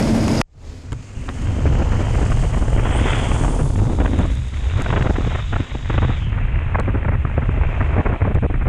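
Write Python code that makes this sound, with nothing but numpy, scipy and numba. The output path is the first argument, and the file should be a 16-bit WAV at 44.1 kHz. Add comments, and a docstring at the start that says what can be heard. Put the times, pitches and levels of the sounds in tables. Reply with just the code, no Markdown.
"""Wind rumbles and buffets the microphone port of a camera worn by a water skier on a lake.
First, spray drums on the case over the towboat's hum until a slap of water seals the port.
As it drains, the wind takes over and the wake hisses through a water film of shifting pitch.
Spray and mist hiss off the ski, thin jets whistle and single drops tick on the case."""
import sys
import numpy as np
from scipy import signal
from scipy.fft import rfft, irfft, next_fast_len
from scipy.io import wavfile
from scipy.ndimage import uniform_filter1d, minimum_filter1d
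from numba import njit

SR = 44100
rng = np.random.default_rng(int(sys.argv[2]) if len(sys.argv) > 2 else 0)


def transcribe(signal):
    """Save signal, clipped to [-1, 1], as a 16-bit WAV file at the path in sys.argv[1]."""
    frames = np.atleast_2d(signal).T
    limited = np.clip(frames, -1, 1)
    pcm = np.round(limited * 32767).astype(np.int16)
    wavfile.write(sys.argv[1], SR, pcm)


N = 382788
TIME = np.arange(N) / SR
SEAL_S = 0.4142

# water film over the port: t/s, rush edge/Hz, mist edge/Hz
FILM_EDGES = [(0.7, 2348, 9260), (1.35, 3130, 9200), (2.75, 3207, 9200), (3.1, 3499, 9316),
              (3.55, 3400, 9400), (3.85, 3874, 10300), (6.15, 3803, 9840), (6.35, 2738, 11400),
              (8.68, 2607, 11540)]
# hiss of the ski's spray: t/s, level/dB
HISS_LEVEL = [(0.66, -52.5), (0.88, -56), (1.4, -49.5), (2.15, -44.5), (2.8, -49.5), (3.2, -43.5),
              (3.7, -48.5), (4.45, -52), (4.9, -48.5), (6.2, -54.5), (6.36, -67), (7.15, -71),
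              (7.85, -62.5), (8.68, -80)]
# bursts on the port: eddies, except the first two rows, splashes of spray landing with the drops at 0.92 and
# 1.29 s: t/s, length/s, body/dB, rasp/dB
BURSTS = [(0.919, 0.017, -30.5, -38), (1.281, 0.022, -33, -34), (1.584, 0.0122, -23, -46),
          (1.655, 0.024, -20, -31.5), (1.795, 0.0322, -21.5, -34), (1.918, 0.0205, -23.0, -30),
          (1.992, 0.029, -25, -34), (2.144, 0.015, -26, -30.5), (2.181, 0.016, -24, -32),
          (2.214, 0.023, -22, -32), (2.261, 0.0053, -38, -24.0), (2.318, 0.0055, -26.0, -24),
          (2.423, 0.033, -28.5, -34.5), (2.544, 0.00473, -46.0, -24.5), (2.57, 0.012, -21.5, -32),
          (2.623, 0.0047, -19.5, -29.5), (2.681, 0.0031, -20, -28), (2.729, 0.00463, -22, -24),
          (2.776, 0.027, -27, -29.0), (2.851, 0.024, -32, -28.5), (3.012, 0.0068, -15.5, -55.0),
          (3.411, 0.0053, -16, -30), (3.436, 0.0044, -19.5, -27), (3.588, 0.028, -25.0, -33.0),
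          (3.701, 0.0054, -18.5, -32), (3.758, 0.0041, -22.0, -29.5), (3.785, 0.0166, -25, -35),
          (3.816, 0.024, -23, -44), (3.867, 0.005, -20.5, -32.0), (3.999, 0.024, -17.5, -29.0),
          (4.056, 0.0078, -22.0, -22), (4.076, 0.00523, -45.0, -29), (4.181, 0.0175, -22, -42),
          (4.197, 0.025, -21.5, -31), (4.231, 0.03, -28, -34), (4.766, 0.024, -31.5, -33.5),
          (4.797, 0.0255, -26, -30.5), (4.861, 0.0064, -28.0, -21.5), (4.903, 0.004, -32, -17),
          (4.927, 0.013, -22, -22.0), (4.959, 0.021, -23, -23.0), (5.007, 0.0082, -18, -27),
          (5.021, 0.0065, -27, -26), (5.055, 0.02, -21, -25.5), (5.095, 0.015, -16.5, -26.5),
          (5.155, 0.0126, -29, -27), (5.183, 0.0056, -16.5, -36), (5.207, 0.005, -20.0, -29),
          (5.246, 0.0062, -32.5, -26.5), (5.264, 0.0142, -23.5, -34), (5.306, 0.024, -35, -32),
          (5.349, 0.012, -27.5, -25.5), (5.385, 0.018, -45.5, -33), (5.526, 0.01736, -25.5, -24.5),
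          (5.56, 0.0095, -22, -23.5), (5.6, 0.0094, -20, -35), (5.717, 0.004, -56.0, -33),
          (5.749, 0.0078, -22.5, -30.5), (5.897, 0.01244, -23, -24), (5.94, 0.015, -27, -28.5),
          (5.978, 0.012, -21, -21.5), (6.018, 0.024, -24, -26.5), (6.043, 0.011, -23.5, -28.5),
          (6.093, 0.006, -15, -26.5), (6.102, 0.01, -40, -27), (6.116, 0.004, -33, -28),
          (6.378, 0.0122, -44, -31.5), (6.746, 0.0133, -22.5, -17.5), (6.785, 0.025, -24.0, -25),
          (6.876, 0.0249, -22.0, -28.5), (6.943, 0.019, -22.5, -30.5), (6.966, 0.026, -36, -37.0),
          (7.029, 0.004, -36, -27), (7.046, 0.0057, -28, -22.5), (7.052, 0.01, -28.0, -30.5),
          (7.08, 0.014, -26.5, -25), (7.118, 0.0387, -30.5, -30.5), (7.251, 0.004, -21.5, -20),
          (7.298, 0.0035, -39, -24.5), (7.379, 0.00737, -14, -25.5), (7.417, 0.021, -27.5, -30),
          (7.49, 0.0057, -18, -26.5), (7.571, 0.0135, -25, -39), (7.634, 0.004, -27.0, -21.5),
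          (7.647, 0.008, -42, -29), (7.806, 0.011, -24, -21), (7.927, 0.018, -36, -30),
          (7.964, 0.0081, -23, -29), (7.978, 0.03, -20, -29), (8.01, 0.0039, -30.5, -25),
          (8.056, 0.014, -21, -21), (8.085, 0.023, -26, -33), (8.118, 0.018, -23, -30),
          (8.217, 0.0077, -20.5, -25.5), (8.247, 0.009, -23, -25.5), (8.261, 0.022, -20.0, -33),
          (8.298, 0.0261, -25, -39), (8.351, 0.007, -19, -29), (8.361, 0.019, -25, -40),
          (8.384, 0.004, -36.0, -28.5), (8.424, 0.031, -20.0, -33), (8.46, 0.0043, -20, -35),
          (8.499, 0.014, -24.5, -36), (8.54, 0.0063, -26, -30), (8.609, 0.02, -30.5, -32.5),
          (8.656, 0.027, -25, -32.5)]


def from_db(db):
    """Decibels to gain."""
    return 10 ** (np.asarray(db) / 20)


def rms_one(x):
    """Scale to unit power."""
    return x / np.sqrt(np.mean(x ** 2) + 1e-20)


def in_time(rows):
    """Each column after t/s, interpolated per sample."""
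    s, *columns = np.transpose(rows)
    return [np.interp(TIME, s, c) for c in columns]


def noise(spectrum):
    """Noise shaped by rows of f/Hz, density/dB; -20 dB/octave beyond the ends; rms 1."""
    hz, db = np.transpose(spectrum)
    size = next_fast_len(N)
    f = np.arange(size // 2 + 1) * SR / size + 1
    outside_oct = np.abs(np.log2(f / np.clip(f, hz[0], hz[-1])))
    gain = from_db(np.interp(np.log(f), np.log(hz), db) - 20 * outside_oct)
    return rms_one(irfft(rfft(rng.standard_normal(size)) * gain, size)[:N])


def drift(rate_hz):
    """Smooth random wander, drawn every 40 samples; rms 1."""
    pole = np.exp(-2 * np.pi * rate_hz * 40 / SR)
    white = rng.standard_normal(N // 40 + 2002)
    slow = signal.lfilter([1], [1, -2 * pole, pole * pole], white)[2000:]
    return np.interp(np.arange(N) / 40, np.arange(len(slow)), rms_one(slow))


def smooth(x, span_s):
    """Triangular running mean."""
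    size = max(int(span_s * SR), 1)
    return uniform_filter1d(uniform_filter1d(x, size), size)


def evened(x, span_s):
    """Divide by the running rms: fast lumps stay, slow swells go."""
    return x / np.sqrt(np.abs(smooth(x ** 2, span_s)) + 1e-9)


def narrow_hiss(hz, width_hz):
    """Noise band around a gliding pitch."""
    baseband = noise([(20, 0), (width_hz, -3), (2 * width_hz, -22)])
    return baseband * np.sin(2 * np.pi * np.cumsum(hz) / SR)


@njit
def moving_lowpass(x, hz, damping):
    """Two-pole low-pass with a gliding resonance."""
    out, band, low = np.zeros(len(x)), 0., 0.
    for i in range(len(x)):
        g = np.tan(np.pi * hz[i] / SR)
        v = (band + g * (x[i] - low)) / (1 + g * (g + damping))
        out[i] = low + g * v
        band, low = 2 * v - band, 2 * out[i] - low
    return out


def through_film(x, edge_hz, ripple_db):
    """The film as a ladder of resonances, cutting steeply above its edge; rms 1."""
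    poles = signal.cheb1ap(8, ripple_db)[1]
    for pole in poles[poles.imag > 0]:
        x = moving_lowpass(x, edge_hz * abs(pole), -2 * pole.real / abs(pole))
    return evened(x, span_s=0.31)


def muffling_db(sealed_db=-35.5, drain_s=0.26):
    """Loss through the water plug, which drains after the slap."""
    return sealed_db * np.clip(1 - (TIME - SEAL_S) / drain_s, 0, 1)


def lulls(spent_db=-1, spent_s=0.02):
    """Dips/dB of torn air and rumble where the stream lets go, and lesser ones after each burst."""
    # stream off the port: t/s, half-width/s, air dip/dB, rumble dip/dB
    releases = [(3.714, 0.089, -5, -2.5), (3.969, 0.02, -10.5, -1), (4.498, 0.09, -1, -7),
                (5.468, 0.091, -12.5, -1.5), (5.678, 0.053, -0.5, -17.5), (5.801, 0.062, -4.5, -7),
                (6.252, 0.099, -9, -2.5), (7.203, 0.023, -6, 0), (8.035, 0.023, -4.5, -24),
                (8.19, 0.027, -6.5, -21.5), (8.338, 0.0079, -12, -13), (8.405, 0.019, -20, -12),
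                (8.48, 0.016, -27, -12)]
    ends = np.zeros(N)
    for s, length_s, _, _ in BURSTS:
        ends[min(int((s + length_s + spent_s / 2) * SR), N - 1)] = 1
    spent = np.minimum(signal.fftconvolve(ends, np.hanning(int(spent_s * SR)), "same"), 1)
    air_db, rumble_db = sum(np.outer(dips_db, np.exp(-2 * ((TIME - s) / width_s) ** 2))
                            for s, width_s, *dips_db in releases)
    return air_db + spent_db * spent, rumble_db + 0.29 * spent_db * spent


def small_eddies(rumble, per_s=150, length_s=0.0036, spread_db=-0.5):
    """Brief eddies ride the strong wind swings once under way; flutter around 0."""
    hits = (rng.random(N) < per_s / SR) * from_db(spread_db * np.clip(rng.standard_normal(N), -2, 1))
    swells = evened(smooth(hits, length_s), span_s=0.78)
    speed = np.interp(TIME, [1.2, 1.7], [.1, 1])
    push = np.abs(evened(rumble, span_s=0.13))
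    return speed * (rms_one(swells * (0.22 + np.tanh(push))) - 1)


def engine(doused_db=-21, ride_db=-50, waver=0.012, throb_db=1.0):
    """Towboat firing orders: loud through the doused case, then faint under the wind."""
    # firing rate: t/s, f/Hz
    firing = [(0, 214), (0.1, 220.6), (0.42, 228.3), (0.65, 246.2), (1.4, 263.2), (8.68, 248.7)]
    # engine orders: multiple of the firing rate, level/dB
    orders = [(0.5, -11), (1, 2.5), (1.5, -11), (2, -16)]
    hz, = in_time(firing)
    level_db = np.where(TIME < SEAL_S, doused_db, ride_db + muffling_db()) + throb_db * drift(23)
    phase = 2 * np.pi * np.cumsum(hz * (1 + waver * drift(17))) / SR
    hum = sum(from_db(db + 0.82 * drift(25)) * np.sin(k * phase + rng.uniform(0, 2 * np.pi))
              for k, db in orders)
    return from_db(level_db) * rms_one(hum)


def jets(width_hz=450):
    """Thin jets whistle and glide as the fan of spray swings round."""
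    # one curve per jet: t/s, f/Hz, level/dB
    glides = [
        [(2.87, 7430, -90), (2.92, 7900, -43), (2.98, 8840, -36), (3.05, 9100, -70), (3.2, 9285, -110)],
        [(3.2, 8750, -110), (3.5, 9066, -48), (3.63, 9500, -47), (3.8, 10420, -61), (4.3, 10800, -110)],
        [(0.8, 11800, -110), (1.3, 11900, -72.5), (2.9, 12000, -73), (3.1, 11900, -110)],
        [(1.2, 14660, -110), (2.2, 14700, -79), (3.6, 14540, -68.5), (4.4, 12000, -105)],
    ]
    return sum(from_db(level_db) * narrow_hiss(hz, width_hz) for hz, level_db in map(in_time, glides))


def shower(peak_s=0.745, width_s=0.13, level_db=-48):
    """Thrown spray falls back as a soft broad hiss."""
    colour = [(400, 25.5), (1500, -9), (4000, 7), (5500, 4.5), (7000, -20), (9000, -3), (11000, -14)]
    return from_db(level_db) * noise(colour) * np.exp(-((TIME - peak_s) / width_s) ** 2)


def spray(flutter_db=1.32):
    """The fan of spray off the ski hisses, brightest where it thins to mist."""
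    # spray spectrum: f/Hz, density/dB
    hiss_colour = [(2500, 6.5), (4000, 2), (5000, 4), (5800, 2), (6400, 6.5), (7500, 4), (9000, -10),
                   (10500, -18), (12500, -22), (15000, -49)]
    # mist, thickest in the turn: t/s, level/dB
    mist_level = [(0.7, -72), (1.35, -53.5), (1.85, -58.5), (2.15, -48.5), (2.75, -48.5), (3.45, -41.5),
                  (3.8, -52.5), (4.8, -60.5), (6.15, -71.5), (8.68, -70.5)]
    mist_colour = [(4500, -20), (6500, 2.5), (8500, 6), (11000, 1)]
    _, edge_hz = in_time(FILM_EDGES)
    hiss = from_db(in_time(HISS_LEVEL)[0]) * noise(hiss_colour)
    mist = from_db(in_time(mist_level)[0]) * through_film(noise(mist_colour), edge_hz, ripple_db=0.1)
    return (hiss + mist) * from_db(flutter_db * drift(55))


def drops(decay_s=0.0014):
    """Single drops tick on the case with a brief wet ring."""
    # drop impacts: t/s, tick/dB, ring/dB
    impacts = [(0.2808, -23.5, -14.5), (0.921, -37, -25), (0.929, -31.5, -28), (1.29, -47.5, -17.5),
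               (4.19, -31, -40), (4.353, -34, -36), (4.82, -27, -40), (5.025, -46.5, -23.5),
               (6.7983, -33, -22.5), (8.3486, -43, -35)]
    # tick spectrum: f/Hz, density/dB
    tick_colour = [(4000, -5), (5200, -19), (7000, 2.5), (9000, -7.5), (11000, -16), (15000, -35.5)]
    # wet ring spectrum: f/Hz, density/dB
    ring_colour = [(500, 7), (1500, 8), (2500, 2), (3700, 1), (4600, -7.5)]
    hits = np.zeros((2, N))
    for s, tick_db, ring_db in impacts:
        hits[:, int(s * SR)] = from_db([tick_db, ring_db])
    fading = signal.lfilter([1], [1, -np.exp(-1 / (decay_s * SR))], hits + 1e-18)
    tick, ring = smooth(fading, span_s=0.00041)
    return tick * noise(tick_colour) + ring * noise(ring_colour)


def wake(eddies, lull_db, eddy_share=0.38, flutter_db=1.0):
    """The wake rushes through the film and leaks round it; rush and spray ring it just under its edge."""
    # rush, loudest at the end of the turn: t/s, level/dB
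    rush_level = [(0.65, -58), (1.05, -55), (1.45, -44), (2.1, -41), (2.72, -44), (2.93, -34),
                  (3.13, -29.5), (3.45, -41.5), (3.75, -53.5), (4.2, -40), (4.45, -46), (4.9, -38),
                  (5.1, -44.5), (5.4, -36), (5.8, -43), (6.05, -37), (7.2, -42.5), (7.85, -37), (8.68, -43)]
    # rush spectrum: f/Hz, density/dB
    rush_colour = [(150, -1.5), (330, 4.5), (700, 4), (1200, 4), (2000, 5), (3000, -0.5), (5000, -3)]
    rush_db, = in_time(rush_level)
    hiss_db, = in_time(HISS_LEVEL)
    edge_hz, _ = in_time(FILM_EDGES)
    level_db = rush_db + 3.5 + 0.83 * lull_db + flutter_db * drift(30)
    filtered = through_film(noise(rush_colour), edge_hz, ripple_db=0.5)
    rush = from_db(level_db) * (1 + eddy_share * eddies) * filtered
    leak = from_db(rush_db - 8.5) * noise([(1000, -4.5), (3100, 0), (3900, -13), (5000, -36.5)])
    film_formed = np.interp(TIME, [0.8, 1.1], [0, 1])
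    drive = np.hypot(from_db(hiss_db - 4), from_db(rush_db - 6))
    hollow = film_formed * drive * narrow_hiss(0.94 * edge_hz, width_hz=230)
    return rush + leak + hollow


def snaps(per_s=55, spread_db=2.0, band_hz=(300, 1150)):
    """Sudden pressure steps crackle in the torn air; rms 1."""
    steps = (rng.random(N) < per_s / SR) * rng.choice([-1, 1], N)
    steps = steps * from_db(spread_db * rng.uniform(-0.81, 1, N))
    dull = signal.sosfilt(signal.butter(10, 2 * band_hz[1], fs=SR, output="sos"), steps + 1e-18)
    return rms_one(signal.sosfilt(signal.butter(2, band_hz, "band", fs=SR, output="sos"), dull))


def turbulence(eddies, lull_db, air_db=2.0, snap_db=-9.0, eddy_share=0.38, flutter_db=1.5):
    """Torn air crackles on the case; water churns under the ski."""
    # air tearing over the case: t/s, level/dB
    air_level = [(0.65, -48.5), (0.78, -55), (1.12, -56), (1.79, -31), (2.42, -36.5), (3.17, -28),
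                 (4.22, -37), (4.33, -63), (4.65, -45.5), (4.97, -31), (5.21, -38), (5.37, -53.5),
                 (5.68, -53), (7.0, -40), (7.2, -46.5), (8.05, -29.5), (8.3, -38), (8.68, -47)]
    # torn air spectrum: f/Hz, density/dB
    air_colour = [(120, -16.5), (220, -2.5), (450, 1), (900, -3.5), (1500, -14), (2500, -49), (4000, -64)]
    # churn as the ski turns and nears the wake: t/s, level/dB
    churn_level = [(1.0, -48.5), (1.35, -35), (1.72, -28), (2.0, -40), (3.35, -27.5), (3.9, -25.5),
                   (4.22, -25.5), (4.4, -43)]
    churn_colour = [(170, -2), (260, 5), (380, -8.5), (550, -11), (900, -25)]
    air = from_db(in_time(air_level)[0] + air_db) * (noise(air_colour) + from_db(snap_db) * snaps())
    churn = from_db(in_time(churn_level)[0]) * noise(churn_colour)
    return (air + churn) * (1 + eddy_share * eddies) * from_db(flutter_db * drift(35) + lull_db)


def dousing(roar_db=-17, spatter_db=5.0, ring_hz=4950, shut_s=0.00082):
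    """Spray roars and spatters on the faintly ringing case until the port seals."""
    # spray drumming on the case: f/Hz, density/dB
    roar_colour = [(20, -3), (64, -5.5), (103, -1), (155, -5.5), (230, -1.5), (320, -7), (400, -14),
                   (560, -13), (1210, -26), (2160, -29), (3650, -36), (5000, -35), (9500, -41.5),
                   (11600, -51), (14500, -59)]
    roar = from_db(roar_db) * evened(noise(roar_colour), span_s=0.023)
    ring_shape = [(0.5, -22), (0.89, -12), (1, 0), (1.2, -12), (1.4, -6), (1.4, -22)]
    ring = noise([(ratio * ring_hz, db) for ratio, db in ring_shape])
    spatter = from_db(np.interp(TIME, [0.15, 0.3], [-45, -40]) + spatter_db * drift(130)) * ring
    port_open = np.clip((SEAL_S - TIME) / shut_s + 1, 0, 1)
    return (roar + spatter) * port_open


def slap(ring_hz=760, ring_s=0.00051, crack_s=0.00075, ceiling=0.55):
    """Water slams the port shut: a crack, a hard swing of trapped air, a slow settling."""
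    age_s = np.maximum(TIME - SEAL_S, 0)
    swing = from_db(9) * np.sin(2 * np.pi * ring_hz * age_s) * np.exp(-age_s / ring_s)
    crack_colour = [(500, 16), (1400, 12), (3000, -5), (6000, -5), (14000, -43)]
    crack = from_db(5.5) * noise(crack_colour) * np.exp(-age_s / crack_s)
    settling = from_db(-23.5) * np.cos(2 * np.pi * 22 * age_s) * np.exp(-age_s / 0.018)
    return ceiling * np.tanh((swing + crack - settling) / ceiling) * (age_s > 0)


def buffets(tear_db=3.0, swing_hz=95, swing_db=3.5, margin_s=0.0095, edge_s=0.0011, muffle_hz=3600):
    """Each burst swings the pressure; at its height it tears with a dull body and a rasp."""
    # body spectrum: f/Hz, density/dB
    body_colour = [(110, -17), (190, 6), (300, 0.5), (500, -6.5), (800, -18.5), (1300, -60)]
    # rasp spectrum: f/Hz, density/dB
    rasp_colour = [(450, -1), (800, 2.5), (1400, -0.5), (2200, -8.5), (3200, -14.5), (4500, -14)]
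    body_gain, rasp_gain, thump = np.zeros((3, N))
    for s, length_s, body_db, rasp_db in BURSTS:
        burst = slice(int(s * SR), int((s + length_s) * SR))
        body_gain[burst] += from_db(body_db + 1)
        rasp_gain[burst] += from_db(rasp_db + 0.5)
        near = slice(int((s - margin_s) * SR), int((s + length_s + margin_s) * SR))
        half_turns, detune = rng.uniform(-1.03, 1, 2)
        swing = np.sin(2 * np.pi * swing_hz * (1 + 0.27 * detune) * (TIME[near] - s) + np.pi * half_turns)
        swing_gain = from_db(swing_db) * (from_db(body_db) + from_db(rasp_db))
        thump[near] += swing_gain * swing * np.hanning(len(swing))
    tearing = evened(from_db(tear_db * drift(200)), span_s=0.012)
    edge_hz, _ = in_time(FILM_EDGES)
    rasping = through_film(noise(rasp_colour), 0.887 * edge_hz, ripple_db=0.54)
    body = smooth(body_gain, edge_s) * evened(noise(body_colour), span_s=0.0046)
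    rasp = smooth(rasp_gain, edge_s) * evened(rasping, span_s=0.0024)
    muffle = signal.butter(6, muffle_hz, fs=SR, output="sos")
    return signal.sosfilt(muffle, thump + tearing * (body + rasp))


def wind(lull_db, gust_db=2.0, pitch_wander=0.13, strength_wander=0.56):
    """Lumpy low pressure swings of the air stream over the wet port, which throbs."""
    # wind on the port: t/s, level/dB
    rumble_level = [(0.66, -27), (0.82, -38), (0.93, -24.5), (1.07, -37.5), (1.17, -26), (1.23, -28.5),
                    (1.52, -16.5), (2.3, -17.5), (4.2, -16), (4.33, -18.5), (4.66, -18), (4.78, -19),
                    (5.4, -19.5), (7.2, -18.5), (8.68, -16.5)]
    # rumble spectrum: f/Hz, density/dB
    rumble_colour = [(8, -21), (14, -2), (38, 5.5), (76, 1), (127, -2), (170, -13), (220, -19), (330, -28),
                     (600, -54)]
    # port throb: t/s, f/Hz, level/dB re the rumble noise
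    port_throb = [(0.65, 85, -4.5), (0.95, 104.7, -0.5), (1.4, 59.75, -10), (1.8, 115, -14),
                  (3.5, 118.6, -8.5), (4.48, 55.85, 0), (4.68, 70.8, 14.5), (4.78, 76.29, -13),
                  (7.3, 78.35, 0), (8.68, 74.8, -11)]
    level_db, = in_time(rumble_level)
    hz, throb_db = in_time(port_throb)
    phase = 2 * np.pi * np.cumsum(hz * np.exp(pitch_wander * drift(7.89))) / SR
    throb = from_db(throb_db) * rms_one((1 + strength_wander * drift(16.5)) * np.sin(phase))
    gain = from_db(level_db + lull_db + gust_db * drift(12.4))
    return gain * evened(noise(rumble_colour) + throb, span_s=0.031)


def scene():
    """Dousing and slap, then wind, wake and spray as the port drains; engine throughout."""
    air_lull_db, rumble_lull_db = lulls()
    rumble = wind(rumble_lull_db)
    eddies = small_eddies(rumble)
    draining = (TIME > SEAL_S) * from_db(muffling_db())
    ride = draining * (rumble + turbulence(eddies, air_lull_db) + wake(eddies, air_lull_db) + spray())
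    return (engine() + dousing() + slap() + shower() + ride + buffets() + jets() + drops())[None]


def record(dry, ceiling=0.53, hold_s=0.0015, cutoff_hz=15300):
    """Fast peak limiter, then a steep low-pass."""
    allowed = np.minimum(1, ceiling / (np.abs(dry[0]) + 1e-9))
    gain = smooth(minimum_filter1d(allowed, int(hold_s * SR)), span_s=hold_s / 2)
    return signal.sosfilt(signal.ellip(10, .1, 80, cutoff_hz, fs=SR, output="sos"), dry * gain)


dry = scene()
out = record(dry)
transcribe(out)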